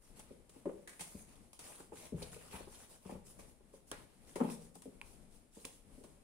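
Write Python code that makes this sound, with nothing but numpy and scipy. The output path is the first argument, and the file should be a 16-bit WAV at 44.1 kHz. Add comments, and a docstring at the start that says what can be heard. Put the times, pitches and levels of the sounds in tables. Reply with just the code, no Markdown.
"""Kittens on a rustling sheet

Kittens scuffle on a carpet in a quiet room, heard through two neighbouring microphone ports.
Paws and bodies thump on the floor and the sofa: decaying sines boom and ring, noise knocks and scuffs.
A crumpled sheet of stiff fabric swishes in swells of shaped noise and ticks in small bursts as it is
dragged, and its folds snap (noise bursts with a wandering tone, some with a rustling tail).
A diffuse echo and a faint hush lie behind."""
import sys
import numpy as np
from scipy import signal
from scipy.fft import rfft, irfft
from scipy.io import wavfile
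from scipy.ndimage import uniform_filter1d

SR = 44100
rng = np.random.default_rng(int(sys.argv[2]) if len(sys.argv) > 2 else 0)


def wav_record(signal):
    """Record a signal, one row per channel, as 16-bit PCM in the file named by sys.argv[1]."""
    frames = np.transpose(np.atleast_2d(signal))
    bounded = np.clip(frames, -1, 1)
    # unit amplitude maps onto the largest positive 16-bit level
    quanta = np.round(bounded * 32767).astype(np.int16)
    wavfile.write(sys.argv[1], SR, quanta)


N = 274760  # length in samples

# Spectrum of the quiet room. Each row: frequency [Hz], relative density [dB per Hz].
HUSH_SPECTRUM = [(12, -29), (20, 1), (65, -8), (113, -11), (216, -8), (347, -15), (574, -17), (1090, -27),
                 (1660, -31), (2200, -30), (3250, -34), (6360, -36), (9670, -26), (14300, -47),
                 (16000, -60)]
HUSH_DB = -65.5  # level about which the hush wavers
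# Likeness of the two channels of any noise. Each row: frequency [Hz], correlation [0-1].
PORT_LIKENESS = [(30, 0.54), (100, 0.42), (300, 0.89), (700, 0.26), (2000, 0.15), (5000, 0.06)]

# Reverberation time of the room. Each row: frequency [Hz], time to fall by 60 dB [s].
ROOM_DECAY = [(100, 1.83), (230, 0.12), (450, 0.7), (1000, 0.34), (3000, 0.47), (9000, 0.37)]
# Strength of the echo. Each row: frequency [Hz], level against the sound sent to the room [dB].
ROOM_LEVEL = [(80, -4.5), (250, -6.5), (600, -6), (1200, -5.5), (3000, -6), (9000, -5)]

# Balance of the ports: the left hears more bass. Each row: frequency [Hz], left minus right [dB].
PORT_BALANCE = [(40, 9), (120, 6), (260, 7), (600, 4), (2000, 1), (9000, 0), (13000, 3)]
LEFT_LAG_MS = 0.07  # the kittens are a little nearer to the right port
EDGE_HZ = 15800  # upper band limit

# Swells of rustle: drags across the sheet, and the echoing tails of some snaps. 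Each row: start [s],
# length before release [s], relative swish level [dB], dull rubbing against the swish [dB].
RUSTLE_SWELLS = [(0.0, 0.096, -69.5, -4), (0.15, 0.065, -62, -1.5), (0.238, 0.082, -76, 5),
                 (0.5, 0.1, -69.5, -0.5), (0.646, 0.18, -74.5, 1.5), (0.88, 0.13, -66.5, -5),
                 (0.975, 0.16, -57.5, -8), (1.145, 0.074, -60, -4.5), (1.252, 0.11, -68.5, 1),
                 (1.38, 0.16, -77.5, -8), (1.594, 0.03, -61, 3), (1.603, 0.15, -56.5, -2),
                 (1.77, 0.055, -61.5, -0.5), (1.918, 0.15, -58, 1), (2.135, 0.15, -61, 1.5),
                 (2.31, 0.035, -55, -1.5), (2.343, 0.14, -63, 3), (2.493, 0.077, -56, 4.5),
                 (2.577, 0.047, -66, 11.5), (2.647, 0.2, -59.5, -1), (2.874, 0.083, -62, -1),
                 (3.003, 0.12, -64.5, 1.5), (3.1, 0.034, -63.5, 3.5), (3.241, 0.069, -61, -13),
                 (3.384, 0.025, -60.5, -5), (3.465, 0.042, -67.5, -13), (3.721, 0.051, -68.5, -6),
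                 (3.863, 0.045, -65, -20), (3.915, 0.017, -67.5, 18.5), (3.948, 0.078, -68.5, 6.5),
                 (4.063, 0.186, -74, 1), (4.255, 0.065, -63, 0.5), (4.336, 0.17, -60, 4.5),
                 (4.494, 0.029, -53.5, -3.5), (4.585, 0.084, -64, -5.5), (4.74, 0.032, -62.5, -11),
                 (4.817, 0.031, -65.5, -5), (5.012, 0.13, -65.5, -16), (5.294, 0.074, -68, -13),
                 (5.502, 0.16, -63.5, -6), (5.648, 0.022, -56.5, -5), (5.705, 0.058, -64.5, -27),
                 (5.9, 0.13, -72, -25), (6.036, 0.083, -74, -8)]
SWELL_RISE_SHARE, SWELL_RELEASE_S = 0.39, 0.03  # rise as a share of the length; settling time constant
STIR_SWISH_DB, STIR_RUB_DB = -86, -80.5  # relative floor: the sheet never lies quite still
# Spectrum of threads slipping brightly. Each row: frequency [Hz], relative density [dB per Hz].
SWISH_SPECTRUM = [(1000, -56), (2500, -15), (4500, -9), (6500, -6.5), (8300, -2.5), (9800, 2), (11000, -5),
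                  (12200, -12.5), (14000, -12.5), (15700, -17.5)]
# Spectrum of dull rubbing. Each row: frequency [Hz], relative density [dB per Hz].
RUB_SPECTRUM = [(150, 2.5), (300, 1.5), (550, 3.5), (900, 2.5), (1600, -4.5), (2600, -3.5), (4000, -9.5),
                (8000, -24)]

# Snaps of a fold. Each row: start [s], relative level [dB], mean pitch [Hz], ring against the crack [dB],
# decay time constant [s], left minus right [dB], level sent to the room [dB].
FOLD_SNAPS = [(0.193, -52.5, 2660, -17.5, 0.0089, 1, -4), (0.493, -59.5, 3020, -27, 0.011, 0, 2),
              (0.6545, -66, 1880, -2, 0.0091, 1, 8.5), (0.8735, -51.5, 1825, -1, 0.013, -0.5, 3),
              (0.892, -54.5, 1810, -6, 0.012, -1, 4), (0.931, -62.5, 1820, 0, 0.01, 0, 3),
              (0.992, -50, 2384, -4.5, 0.023, 0, 1), (1.006, -42.5, 2920, -19, 0.015, -1, 0.5),
              (1.5309, -52, 3230, -21, 0.0044, 3.5, 7), (1.59, -50.5, 3050, -23, 0.015, 0, 4),
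              (1.805, -59, 1500, 2.5, 0.0034, -4, -2), (2.2203, -52, 2514, -1.5, 0.006, 0, 6),
              (2.2245, -50, 4350, 2.5, 0.01, 0, -1.5), (3.393, -63.5, 2247, -1, 0.017, 1, 3),
              (3.915, -36.5, 3130, -5, 0.0019, 0, -22), (3.9159, -49, 1430, 1, 0.006, -2, 4),
              (4.3553, -48.5, 2050, -6.5, 0.016, 5, 0), (4.4024, -60, 1710, 3, 0.0044, 3, 4),
              (4.501, -53.5, 2570, 2.5, 0.0022, -1, -10), (4.7534, -55.5, 2370, -19, 0.005, 4, 4),
              (4.82, -53.5, 3050, -29, 0.0054, 3, 3), (5.0145, -52, 2450, 15, 0.0011, -5, -5.5),
              (5.015, -61, 1007, 8.5, 0.0054, -2, 1), (5.6474, -61.5, 2340, 14, 0.002, -8, -4),
              (5.6506, -39.5, 3310, -14, 0.0042, -1, -1.5), (6.036, -60, 2510, -18, 0.018, -2, 0.5)]
SNAP_RISE_SHARE = 0.11  # rise time as a share of the decay time
# Spectrum of a buckling fold. Each row: frequency [Hz], relative density [dB per Hz].
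CRACK_SPECTRUM = [(500, -18), (1500, -9.5), (3000, -1.5), (5000, -3.5), (7500, 0.5), (9500, 6),
                  (11000, -1.5), (12500, -17), (14000, -22), (15700, -12.5)]
# Spectrum of the air a fold flaps. Each row: frequency [Hz], relative density [dB per Hz].
FLAP_SPECTRUM = [(120, -35), (300, 11), (500, 8), (1100, 6), (1800, -6), (4000, -9.5)]

# Soft landings. Each row: start [s], relative level [dB], boom pitch [Hz], relative knock [dB],
# relative scuff [dB], relative weight on the floor [dB].
LANDINGS = [(0.194, -56, 373, -1, -1.5, -22), (0.306, -43, 405, -4, -27, -16.5),
            (0.561, -53.5, 275, 0.5, -11, -22), (0.655, -32, 566, -6.5, -15.5, -45),
            (0.665, -30, 359, -8, -27, -45), (0.692, -39, 543, -2, -11, -40),
            (1.003, -49, 169, -12, -30, -13), (1.147, -37.5, 205, -17, -40, -12),
            (1.8, -47.5, 302, -0.5, -6, -34), (1.921, -42, 314, -0.5, -7.5, -20),
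            (2.122, -32.5, 218, -9, -38, -18), (2.14, -33, 158.4, -16, -32, -10),
            (2.173, -44.5, 144, -12, -29, -7), (2.219, -39.5, 502, -5, -14, -14),
            (2.362, -48, 458, -2, -15, -25), (2.536, -41.5, 188, -12, -8, -10),
            (2.603, -45.5, 525, -2, -9.5, -18), (2.672, -46.5, 404, -6, -10, -17),
            (3.055, -41.5, 191, -8.5, -15, -14), (3.093, -40.5, 204, -5, -5, -17),
            (3.121, -40, 199, -3.5, -21, -17), (3.149, -37, 192.6, -11, -17, -18),
            (3.39, -51.5, 200, 0, -3, -20), (3.606, -59.5, 215, 1, -9, -23),
            (3.737, -48.5, 533, -4, -14, -36), (3.915, -42.5, 520, -0.5, -11, -47),
            (4.358, -33.5, 399, -4.5, -10.5, -43), (4.38, -41, 517, -12, -21, -24),
            (4.4025, -29.5, 549, -7.5, -7.5, -41), (4.408, -19, 242, -15, -20, -57),
            (4.445, -25, 218, -13, -18.5, -46), (4.487, -39.5, 218, -19, -7.5, -45),
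            (4.756, -54, 178, 2.5, -2, -27), (4.856, -43.5, 259, 0.5, -26, -34),
            (4.873, -43.5, 198, -7, -37, -24), (5.569, -49, 204, 1.5, -14.5, -14),
            (5.651, -52.5, 552, -1, -14, -29), (5.977, -47, 247, -9, -35, -35),
            (6.009, -51, 240, -2, -34, -24), (6.042, -51, 234, -1, -9, -27)]
# Modes of the furniture. Each row: frequency [Hz], relative level [dB],
# time to fall by 60 dB [s] before the shared envelope shortens it.
FURNITURE_MODES = [(166.4, 1.5, 0.27), (198.8, -9, 0.75), (233.9, -5, 0.36), (240, 1, 0.096),
                   (340.9, -1, 0.23), (401, 2.5, 0.13), (495, 4, 0.04), (577.4, -0.5, 0.14),
                   (815, -16, 0.075), (980, -23.5, 0.11)]
# Spectrum of a paw striking the carpet. Each row: frequency [Hz], relative density [dB per Hz].
KNOCK_SPECTRUM = [(50, -27), (120, -14), (220, 6.5), (350, 7.5), (480, 11), (610, 1), (740, -37),
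                  (1200, -41), (3000, -82)]
# Spectrum of a paw brushing the pile. Each row: frequency [Hz], relative density [dB per Hz].
SCUFF_SPECTRUM = [(300, -6.5), (600, 0), (850, 12.5), (1150, 2), (1600, -12.5), (3000, -17), (8000, -65)]
BOOM_CYCLES = 2.44  # decay time constant of a boom, in its own cycles
CONTACT_S, TYPICAL_DB = 0.016, -42.5  # decay time constant and table level of a typical thump
DOUBLING_DB = 35  # contact time doubles for a blow this much harder
SCUFF_SHARE = 0.83  # decay of the scuff as a share of the contact time
THUMP_PAN_DB = -2.5  # left minus right


def amp(db):
    """Decibel law: the amplitude ratio of a level in dB."""
    return 10 ** (np.asarray(db) / 20)


def unit(x):
    """Normalisation of power: scales to rms 1."""
    return x / np.sqrt(np.mean(x ** 2) + 1e-20)


def read(points, hz):
    """Logarithmic frequency scale: joins (Hz, value) points along it."""
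    f, value = np.transpose(points)
    return np.interp(np.log(hz + 1), np.log(f + 1), value)


def add(mix, s, sound, pan_db=0):
    """Superposition with a level difference: mixes a sound in at s seconds; positive pan leans left."""
    start = max(round(s * SR), 0)
    part = mix[:, start:][:, :sound.shape[-1]]
    panned = sound * amp([[pan_db / 2], [-pan_db / 2]])
    part += panned[:, :part.shape[1]]


def colour(x, spectrum):
    """Partial coherence: a shared and an opposed part give two channels their likeness; rms 1."""
    hz = np.fft.rfftfreq(x.shape[1], 1 / SR)
    z = rfft(x)
    same = np.clip(read(PORT_LIKENESS, hz), 0, 1)
    mid = z[0] * np.sqrt(1 + same)
    side = z[1] * np.sqrt(1 - same)
    stereo = np.array([mid + side, mid - side])
    return unit(irfft(stereo * amp(read(spectrum, hz)), x.shape[1]))


def noise(spectrum, size):
    """Spectral shaping: Gaussian noise becomes coloured stereo noise."""
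    return colour(rng.standard_normal((2, size)), spectrum)


def steady(x, size):
    """Power levelling: removes chance swells of a short noise, so that a blow keeps its strength."""
    power = uniform_filter1d((x ** 2).mean(0), size, mode="wrap")
    return x / np.sqrt(power + 1e-9)


def blow(t, rise, decay):
    """Impulsive excitation: an envelope climbs to 1 and dies away exponentially."""
    shape = (1 - np.exp(-(t / max(rise, 1e-4)) ** 2)) * np.exp(-t / max(decay, 5e-4))
    return shape / shape.max()


def drift(size):
    """Low-pass fluctuation: slow chance of rms 1, averaged twice over size samples."""
    once = uniform_filter1d(rng.standard_normal(N), size)
    return unit(uniform_filter1d(once, size))


def hush(waver_db=2.63):
    """Background noise: the low rumble of the house and faint hiss, with a slowly wavering level."""
    return amp(HUSH_DB + waver_db * drift(size=5000)) * noise(HUSH_SPECTRUM, N)


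def room(x, build=0.0055):
    """Diffuse reverberation: a noise tail builds over some milliseconds, each band dying at its own speed."""
    hz, t, z = signal.stft(noise([(20, 0), (20000, 0)], size=SR), SR, nperseg=512)
    t60 = np.maximum(read(ROOM_DECAY, hz), 0.05)[:, None]
    decay = amp(-60 * t / t60)
    decay_norm = np.linalg.norm(decay, axis=1, keepdims=True)  # level independent of decay time
    z = z * decay / decay_norm * amp(read(ROOM_LEVEL, hz))[:, None]
    tail = signal.istft(z, SR, nperseg=512)[1] / np.sqrt(256)
    tail *= 1 - np.exp(-(np.arange(tail.shape[1]) / SR / build) ** 2)
    return signal.fftconvolve(x, tail, axes=1)[:, :N]


def swelling():
    """Addition of powers: swells rise, hold and settle over a faint stir; returns swish and rub strengths."""
    t = np.arange(N) / SR
    swish_power, rub_power = amp(STIR_SWISH_DB) ** 2, amp(STIR_RUB_DB) ** 2
    for start, length, db, dull in RUSTLE_SWELLS:
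        rise = np.clip((t - start) / (SWELL_RISE_SHARE * length), 0, 1)
        release = np.exp(-np.clip(t - start - length, 0, 1) / SWELL_RELEASE_S)
        power = (amp(db) * rise * release) ** 2
        swish_power = swish_power + power
        rub_power = rub_power + power * amp(dull) ** 2
    return np.sqrt(swish_power), np.sqrt(rub_power)


def sheet(swish, rub, swish_db=-1, rub_db=-3, flutter_db=1.16):
    """Sliding friction: threads slip in a bright swish and a dull rub, under a pressure that wavers."""
    bright = swish * amp(swish_db) * noise(SWISH_SPECTRUM, N)
    dull = rub * amp(rub_db) * noise(RUB_SPECTRUM, N)
    return (bright + dull) * amp(flutter_db * drift(size=700))


def shifting(x, patchy_db=2.5):
    """Time-varying filtering: the rustle's colour shifts at random in small patches of time and frequency."""
    z = signal.stft(x, SR, nperseg=512)[2]
    patches = uniform_filter1d(rng.standard_normal(z.shape[1:]), size=9, axis=0)  # along frequency
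    patches = unit(uniform_filter1d(patches, size=7, axis=1))  # along time
    gain = unit(amp(patchy_db * patches))
    return signal.istft(z * gain, SR, nperseg=512)[1][:, :N]


def fold(t, hz, wander, cycles=1.72):
    """Tension sets pitch: a taut patch starts at its own pitch, which wanders as the tension shifts."""
    span = round(cycles * SR / hz) + 1
    slack = unit(uniform_filter1d(rng.standard_normal((2, len(t))), size=span))
    slack *= 1 - np.exp(-(t / 0.003) ** 2)  # wander sets in over about 3 ms
    phase = 2 * np.pi * np.cumsum(hz * (1 + wander * slack), axis=1) / SR
    return np.sqrt(2) * np.sin(phase)


def crinkles(motion, count=700, level_db=-4, spread_db=3, low_hz=900, high_hz=8000):
    """Random impulses: small creases tick at chance moments, as hard as the sheet is rustling."""
    out = np.zeros((2, N))
    t = np.arange(512) / SR
    shape = blow(t, rise=0.0003, decay=0.001)
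    for when, pitch, size, side in rng.random((count, 4)):
        extra_db = spread_db * min(-np.log(1 - size), 2)  # many weak ticks, few strong
        strength = motion[int(when * N)] * amp(level_db + extra_db)
        hz = low_hz * (high_hz / low_hz) ** pitch
        tick = fold(t, hz, wander=0.31) + noise(CRACK_SPECTRUM, len(t))
        add(out, when * N / SR, strength * tick * shape, 6 * (side - 0.5))
    return out


def snaps(flap_db=-6):
    """Buckling: a fold cracks, its taut patch rings briefly and air flaps; returns direct and room sends."""
    out, sent = np.zeros((2, N)), np.zeros((2, N))
    t = np.arange(8192) / SR
    for s, db, hz, ring_db, decay, pan, echo_db in FOLD_SNAPS:
        crack = steady(noise(CRACK_SPECTRUM, len(t)), size=60)
        ring = amp(ring_db) * fold(t, hz, wander=0.203)
        flap = amp(flap_db) * steady(noise(FLAP_SPECTRUM, len(t)), size=120)
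        sound = (crack + ring + flap) * amp(db) * blow(t, SNAP_RISE_SHARE * decay, decay)
        add(out, s, sound, pan)
        add(sent, s, amp(echo_db) * sound)  # near folds sound drier
    return out, sent


def furniture(t, ring_db=-10):
    """Modal superposition: a padded blow sets the modes of the wood ringing gradually."""
    ring = np.zeros(len(t))
    for k, (hz, db, t60) in enumerate(FURNITURE_MODES):
        polarity = (-1) ** k
        ring += polarity * amp(db - 60 * t / t60) * np.sin(2 * np.pi * hz * t)
    ring *= blow(t, rise=0.0029, decay=0.24)
    return amp(ring_db) * ring / abs(ring).max()


def paw(t, db, knock_db, scuff_db, contact_rise=0.001):
    """Contact noise: a paw knocks the carpet and scuffs its pile, for longer under a harder blow."""
    contact = CONTACT_S * 2 ** ((db - TYPICAL_DB) / DOUBLING_DB)
    knock = steady(noise(KNOCK_SPECTRUM, len(t)), size=300) * blow(t, contact_rise, contact)
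    scuff = steady(noise(SCUFF_SPECTRUM, len(t)), size=150)
    scuff = scuff * blow(t, contact_rise, SCUFF_SHARE * contact)
    return amp(knock_db) * knock + amp(scuff_db) * scuff


def thumps(boom_db=-4, knock_db=-4, scuff_db=-2, floor_db=-2, floor_hz=72, floor_decay=0.018):
    """Damped oscillation: a soft landing booms at one pitch, flexes the floor and rings the furniture."""
    out = np.zeros((2, N))
    t = np.arange(22050) / SR
    body = furniture(t)
    flex = amp(floor_db) * blow(t, rise=0.01, decay=floor_decay) * np.sin(2 * np.pi * floor_hz * t)
    for s, db, hz, knock, scuff, weight in LANDINGS:
        boom_shape = blow(t, rise=0.0057, decay=BOOM_CYCLES / hz)
        boom = amp(boom_db) * boom_shape * np.sin(2 * np.pi * hz * t)
        contact = paw(t, db, knock_db + knock, scuff_db + scuff)
        add(out, s, amp(db) * (boom + body + amp(weight) * flex + contact), THUMP_PAN_DB)
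    return out


def scene():
    """Superposition of direct and reverberant fields: the kittens and their sheet in the room."""
    background = hush()
    swish, rub = swelling()
    rustle = shifting(sheet(swish, rub)) + crinkles(np.sqrt(swish * rub))
    cracks, cracks_sent = snaps()
    scuffle = rustle + thumps()
    return scuffle + cracks + room(scuffle + cracks_sent) + background


def record(dry):
    """Level and time differences: the two ports differ in balance and delay; a low-pass limits the band."""
    hz = np.fft.rfftfreq(N, 1 / SR)
    lean = amp(read(PORT_BALANCE, hz) / 2)
    lag = np.exp(-2j * np.pi * hz * LEFT_LAG_MS / 1000)
    heard = irfft(rfft(dry) * np.array([lean * lag, 1 / lean]), N)
    band_limit = signal.firwin(511, EDGE_HZ, window=("kaiser", 9), fs=SR)
    return signal.oaconvolve(heard, band_limit[None], "same")


dry = scene()
out = record(dry)
wav_record(out)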